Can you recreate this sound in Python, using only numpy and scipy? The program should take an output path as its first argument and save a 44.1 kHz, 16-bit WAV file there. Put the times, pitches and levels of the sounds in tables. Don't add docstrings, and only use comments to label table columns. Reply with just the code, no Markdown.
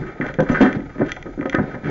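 import sys
import numpy as np
from scipy import signal
from scipy.fft import rfft, irfft, next_fast_len
from scipy.io import wavfile
from scipy.ndimage import uniform_filter1d, map_coordinates

SR = 44100
rng = np.random.default_rng(int(sys.argv[2]) if len(sys.argv) > 2 else 0)


def unload_audio(sound):
    columns = np.transpose(np.atleast_2d(sound))
    steps = np.round(np.clip(columns, -1, 1) * 32767)
    wavfile.write(sys.argv[1], SR, steps.astype(np.int16))


N = 83790
BLOW_SIZE = 16384

# start in seconds, level in dB, favoured pitch in Hz, boom in dB,
# slap in dB, t60 of the shudder in seconds.
THUDS = [(0.0, -27.5, 140.4, 12.5, -4, 0.033), (0.019, -26, 373, -7, -11, 0.26),
         (0.201, -19.5, 290, 1, -6.5, 0.1), (0.243, -29.5, 266, -12.5, 13.5, 0.16),
         (0.298, -31.5, 534, -13, 10, .08), (0.387, -14, 518, 12, 5.5, 0.076),
         (0.401, -14, 166.6, -5, 5.5, 0.021), (0.426, -18, 161, -5, -3, 0.024),
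         (0.493, -23.5, 266, -9.5, 3.5, .05), (0.499, -14, 240, 9.5, 4, 0.023),
         (0.516, -22.5, 154.4, -1.5, 11, 0.093), (0.532, -25.5, 156, 5, -6, 0.025),
         (0.57, -26, 139, 2.5, 3, 0.24), (0.608, -4.5, 240, -6.5, 3, 0.13),
         (0.620, -9.5, 250, -7.5, 4.5, .07), (0.642, -10, 267, -12, -3.5, 0.12),
         (0.703, -26, 269, -14.5, 2, 0.063), (0.748, -27, 272, -7, -7, 0.038),
         (0.765, -20.5, 206, 14, -7.5, .02), (0.785, -24, 273, -10.5, -10.5, 0.095),
         (0.959, -31, 278, -2.5, 3, .08), (0.984, -27, 229, 3, 0.5, 0.067),
         (1.001, -19.5, 317, -11.5, -12, 0.058), (1.010, -17.5, 620, -4.5, -0.5, 0.059),
         (1.018, -16.5, 294, 1.5, 4, 0.035), (1.057, -26.5, 366, -3.5, -28, 0.027),
         (1.168, -36.5, 756, -8, 16, 0.017), (1.257, -29.5, 369, -4, 1.5, 0.15),
         (1.286, -34, 380, -7, -4, 0.04), (1.377, -23, 301, -6, -8.5, 0.08),
         (1.392, -26, 330, -1.5, -20.5, 0.036), (1.417, -26.5, 340, 2, 3.5, 0.054),
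         (1.456, -19.5, 310, -4.5, 5, 0.054), (1.545, -15, 318, -8, 3, 0.018),
         (1.585, -16.5, 272, 16.5, 13, .05), (1.598, -16.5, 207, -2.5, -12, .06),
         (1.637, -27.5, 134, -1.5, 0, 0.073), (1.679, -33.5, 362, -14, 5.5, 0.17),
         (1.745, -28, 218, 10.5, 12, 0.14), (1.835, -29, 209, 8, -6.5, 0.059),
         (1.857, -22.5, 276, 8, -6.5, 0.17), (1.882, -28.5, 350, -8, 1, .1)]
# centre in Hz, width in Hz (at -4.5 dB), peak in dB.
DOOR_MODES = [(120.2, 31, -6.5), (155, 26, 0), (203, 44, -1.5), (250, 31, 1), (282, 25, 0), (330, 12, -3.5),
              (372.5, 44, -2.5), (473, 90, -8), (529.8, 24.5, -2), (594, 61, -9), (737.4, 37, -12.5),
              (863.5, 35, -17), (998, 50, -18)]
# frequency in Hz, level in dB.
DOOR_WASH = [(30, -26), (70, -17), (250, -27.5), (700, -26), (1100, -31), (2000, -34.5), (4000, -59)]
BOOM_BELOW_HZ, SLAP_ABOVE_HZ, THUD_SOFT_HZ = 182, 484, 2070
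THUD_FOCUS_DB, THUD_FOCUS_OCTAVES = 8.5, 0.18
THUD_RISE_S, THUD_WET_DB = 0.0022, -8.5


def door():
    out = np.zeros(N)
    hz = np.fft.rfftfreq(BLOW_SIZE, 1 / SR)
    panels = body(DOOR_MODES, DOOR_WASH, hz) * np.sqrt(below(hz, THUD_SOFT_HZ))
    for start_s, db, pitch_hz, boom_db, slap_db, t60_s in THUDS:
        colour = amp(boom_db * below(hz, BOOM_BELOW_HZ) + slap_db * above(hz, SLAP_ABOVE_HZ))
        colour *= favour(hz, pitch_hz, THUD_FOCUS_DB, THUD_FOCUS_OCTAVES)
        thud = blow(panels * colour, THUD_RISE_S, t60_s, first=0.58)
        add(out, start_s, amp(db) * in_garage(thud, THUD_WET_DB))
    return out


# start in seconds, level in dB, favoured pitch in Hz,
# brightness in dB, t60 of the chatter in seconds.
CLANKS = [(0.023, -37, 1470, -16, 0.089), (0.064, -36, 1243, 8.5, 0.11), (0.099, -40.5, 1335, -10.5, 0.12),
          (0.172, -45.5, 1260, -2.5, 0.082), (0.212, -26.5, 1800, -3, 0.14), (0.243, -30, 1507, 2.5, 0.15),
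          (0.279, -32, 1400, 8, 0.049), (0.387, -25.5, 1588, -24, 0.067), (0.403, -37, 1555, 21.5, 0.024),
          (0.425, -41, 1480, 10, .05), (0.462, -37.5, 1630, -6.5, 0.047), (0.489, -25.5, 1286, 7.5, 0.13),
          (0.519, -34.5, 1890, 15, .07), (0.545, -17.5, 1540, -3.5, 0.14), (0.576, -26, 1470, -7.5, .08),
          (0.602, -26.5, 1560, 3.5, .06), (0.612, -21, 1512, 17.5, 0.06), (0.625, -22.5, 1803, 6.5, 0.092),
          (0.644, -23, 1300, -1, 0.13), (0.658, -22, 1840, -3, 0.054), (0.69, -28, 1475, -6.5, .05),
          (0.895, -40, 1248, 4.5, 0.34), (0.982, -35, 1860, 1.5, 0.23), (1.01, -30.5, 1420, -8.5, 0.1),
          (1.061, -39, 1860, 16.5, 0.082), (1.085, -32, 1595, 15, 0.11), (1.166, -40.5, 1388, 8.5, 0.012),
          (1.259, -39, 1270, -5.5, 0.05), (1.38, -41.5, 1512, -8, 0.15), (1.411, -41.5, 2000, -5, 0.018),
          (1.427, -34, 1250, -5.5, 0.029), (1.457, -31, 1280, 5.5, 0.025), (1.526, -27, 2000, 3, 0.042),
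          (1.546, -19.5, 1720, -16.5, 0.031), (1.587, -29, 1420, -37, 0.027), (1.633, -60, 1469, 0, .1),
          (1.68, -49, 1860, 13, 0.17), (1.708, -38, 1523, 6, 0.15), (1.744, -36.5, 1750, -5, 0.043),
          (1.84, -34, 1650, 8, 0.19), (1.858, -30.5, 1380, 4, .11)]
# centre in Hz, width in Hz (at -4.5 dB), peak in dB.
STEEL_MODES = [(1260, 38, 4), (1478.4, 32, 0.5), (1512, 23, 3.5), (1572, 57, -4.5), (1607, 90, -4),
               (1806, 55, 1.5), (2021, 40, -2), (2310, 110, -10.5), (2696, 280, -20.5), (3230, 140, -20)]
# frequency in Hz, level in dB.
STEEL_WASH = [(200, -46), (800, -12.5), (1500, -8), (2100, -11.5), (2600, -33), (3600, -36.5),
              (5000, -44.5), (6500, -42.5), (8000, -45)]
CLANK_BRIGHT_HZ, CLANK_FOCUS_DB, CLANK_FOCUS_OCTAVES = 2530, 7, 0.088
CLANK_RISE_S, CLANK_WET_DB = 0.002, -8.5


def tracks():
    out = np.zeros(N)
    hz = np.fft.rfftfreq(BLOW_SIZE, 1 / SR)
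    steel = body(STEEL_MODES, STEEL_WASH, hz)
    for start_s, db, pitch_hz, bright_db, t60_s in CLANKS:
        colour = amp(bright_db * above(hz, CLANK_BRIGHT_HZ))
        colour *= favour(hz, pitch_hz, CLANK_FOCUS_DB, CLANK_FOCUS_OCTAVES)
        clank = blow(steel * colour, CLANK_RISE_S, t60_s, first=0.28)
        add(out, start_s, amp(db) * in_garage(clank, CLANK_WET_DB))
    return out


# start in seconds, level in dB, brightness in dB.
TICKS = [(0.212, -28.5, -27), (0.266, -36, -4.5), (0.341, -40, 1.5), (0.405, -40.5, 7.5),
         (0.729, -33.5, -5), (0.805, -46, -10), (1.119, -28, 5), (1.165, -40, -5.5), (1.227, -40.5, -0.5),
         (1.411, -35.5, -20.5), (1.497, -32.5, 4), (1.55, -34, -2.5)]
# centre in Hz, width in Hz (at -4.5 dB), peak in dB.
TICK_MODES = [(1410, 100, 2.5), (1995, 140, 9.5), (2340, 130, 2.5), (2780, 540, -11.5), (3305, 204, -2.5),
              (4200, 770, -21.5), (5700, 190, -16), (6310, 490, -16.5)]
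TICK_BRIGHT_HZ, TICK_RISE_S, TICK_T60_S, TICK_WET_DB = 2800, 0.00098, 0.011, -14.5


def ticks():
    out = np.zeros(N)
    hz = np.fft.rfftfreq(BLOW_SIZE, 1 / SR)
    wash = [(200, -35), (2000, -27), (5000, -47), (7000, -35.5)]  # (Hz, dB)
    shell = body(TICK_MODES, wash, hz)
    for start_s, db, bright_db in TICKS:
        colour = amp(bright_db * above(hz, TICK_BRIGHT_HZ))
        tick = blow(shell * colour, TICK_RISE_S, TICK_T60_S, first=1.36)
        add(out, start_s, amp(db) * in_garage(tick, TICK_WET_DB))
    return out


# start in seconds, level in dB.
SQUEAKS = [(0.42, -60), (0.513, -49.5)]
SQUEAK_HZ, SQUEAK_HALF_WIDTH_HZ, SQUEAK_S = 6100, 230, 0.028


def hinge():
    t = np.arange(N) / SR
    swell = np.zeros(N)
    for start_s, db in SQUEAKS:
        swell += amp(db) * np.sin(np.pi * np.clip((t - start_s) / SQUEAK_S, 0, 1))
    band = lambda hz: np.exp(-((hz - SQUEAK_HZ) / SQUEAK_HALF_WIDTH_HZ) ** 2)
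    return swell * unit(filtered(rng.standard_normal(N), band))


# time in seconds, rumble level in dB, rattle level in dB.
SHAKING = [(0, -34.5, -33.5), (0.121, -45, -37), (0.17, -46.5, -38.5), (0.3, -41, -31.5),
           (0.37, -42.5, -38), (0.47, -44, -34), (0.519, -25, -35.5), (0.62, -42.5, -21.5),
           (0.8, -44.5, -36.5), (0.92, -37.5, -43), (1.098, -41, -36.5), (1.2, -40.5, -44.5),
           (1.36, -39, -42), (1.52, -44, -36.5), (1.7, -40, -36), (1.8, -41.5, -39), (1.9, -50.5, -25.5)]
# frequency in Hz, relative density in dB per Hz.
RUMBLE_SPECTRUM = [(15, -6), (40, 5), (57, 0), (85, -8.5), (150, -2), (300, -45.5)]
# frequency in Hz, relative density in dB per Hz.
RATTLE_SPECTRUM = [(70, -23), (130, 3), (240, 0.5), (400, 0), (600, -9), (760, -7), (900, -12),
                   (1130, -30.5), (1260, -7), (1380, -13.5), (1550, -13), (2250, -15), (2700, -33),
                   (3400, -29.5), (4500, -37.5), (7000, -46.5)]


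def shaking():
    s, *levels = np.transpose(SHAKING)
    rumble_db, rattle_db = [np.interp(np.arange(N) / SR, s, level) for level in levels]
    flicker_db = 0.83 * wobble(12) + 2.7 * wobble(70)
    rattle = unit(noise(RATTLE_SPECTRUM) * amp(flicker_db))
    return amp(rumble_db) * noise(RUMBLE_SPECTRUM) + amp(rattle_db) * rattle


CONTACTS_PER_S, SCRAPE_SHARE = 1200, 0.047


def blow(gain, rise_s, t60_s, first):
    t = np.arange(BLOW_SIZE) / SR
    hits = rng.random(BLOW_SIZE) < CONTACTS_PER_S / SR
    contacts = rng.standard_normal(BLOW_SIZE) * (SCRAPE_SHARE + hits)
    chatter = contacts * amp(-60 * t / t60_s) * (1 - np.exp(-t / rise_s))
    force = rfft(chatter / np.linalg.norm(chatter) + first * (t == 0))
    broad_colour = np.sqrt(np.abs(uniform_filter1d(np.abs(force) ** 2, size=40)) + 1e-6)
    cepstrum = irfft(np.log(gain / broad_colour + 1e-6))
    half = BLOW_SIZE // 2 - 1
    fold = np.r_[1, np.full(half, 2), 1, np.zeros(half)]
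    sound = irfft(force * np.exp(rfft(cepstrum * fold)))
    return sound / np.linalg.norm(sound) * np.sqrt(0.02 * SR)


def body(modes, wash, hz):
    power = amp(along(wash, hz)) ** 2
    for centre_hz, width_hz, db in modes:
        detune = (hz * hz - centre_hz * centre_hz) / (hz * width_hz + 1)
        power = power + amp(db) ** 2 / (1 + detune ** 2) ** 1.5
    return np.sqrt(power)


def favour(hz, centre_hz, db, octaves):
    return amp(db * np.exp(-0.5 * (np.log2((hz + 1) / centre_hz) / octaves) ** 2))


def below(hz, edge_hz):
    return 1 / (1 + (hz / edge_hz) ** 6)


def above(hz, edge_hz):
    return 1 - below(hz, edge_hz)


# frequency in Hz, t60 in seconds.
GARAGE = [(100, 0.23), (400, 0.23), (1500, 0.37), (6000, 0.41)]


def in_garage(sound, wet_db):
    hz, t, grains = signal.stft(rng.standard_normal(SR // 2), SR, nperseg=256)
    decay = amp(-60 * t / along(GARAGE, hz)[:, None])
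    tail = signal.istft(grains * decay, SR, nperseg=256)[1]
    echo = signal.fftconvolve(sound, np.pad(tail, (SR // 200, 0)))
    echo *= amp(wet_db) * np.linalg.norm(sound) / np.linalg.norm(echo)
    return echo + np.pad(sound, (0, len(echo) - len(sound)))


def amp(db):
    return 10 ** (np.asarray(db) / 20)


def unit(x):
    return x / np.sqrt(np.mean(x ** 2) + 1e-20)


def along(points, hz):
    f, v = np.transpose(points)
    return np.interp(np.log(hz + 1), np.log(f + 1), v)


def filtered(x, response):
    size = next_fast_len(N + SR // 2)
    spectrum = rfft(x, size) * response(np.fft.rfftfreq(size, 1 / SR))
    return irfft(spectrum, size)[..., :N]


def add(track, start_s, sound):
    start = int(np.clip(round(start_s * SR), 0, N - 1))
    track[start:start + len(sound)] += sound[:N - start]


def wobble(knots_per_s):
    knots = rng.standard_normal(int(N * knots_per_s / SR) + 4)
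    return map_coordinates(knots, [np.arange(N) * knots_per_s / SR])


def noise(spectrum):
    return unit(filtered(rng.standard_normal(N), lambda hz: amp(along(spectrum, hz))))


# frequency in Hz, side over mid in dB.
WIDTH = [(60, -56), (170, -49.5), (300, -41.5), (510, -31.5), (1490, -19), (2540, -15.5), (5000, -8),
         (7000, -5.5)]


def scene():
    mid = door() + tracks() + ticks() + hinge() + shaking()
    side = filtered(mid, lambda hz: 1j * amp(along(WIDTH, hz)))
    return np.array([mid - side, mid + side])


# frequency in Hz, relative density in dB per Hz.
HISS_SPECTRUM = [(500, 2.5), (2500, -4.5), (5000, -8), (6500, 6), (8000, 6)]
HISS_DB, CEILING, TOP_HZ = -63, 0.6, 7000


def record(dry):
    x = dry + amp(HISS_DB) * noise(HISS_SPECTRUM)
    x = x / (1 + np.abs(x / CEILING) ** 6) ** (1 / 6)
    return filtered(x, lambda hz: 1 / np.sqrt(1 + (hz / TOP_HZ) ** 70))


dry = scene()
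out = record(dry)
unload_audio(out)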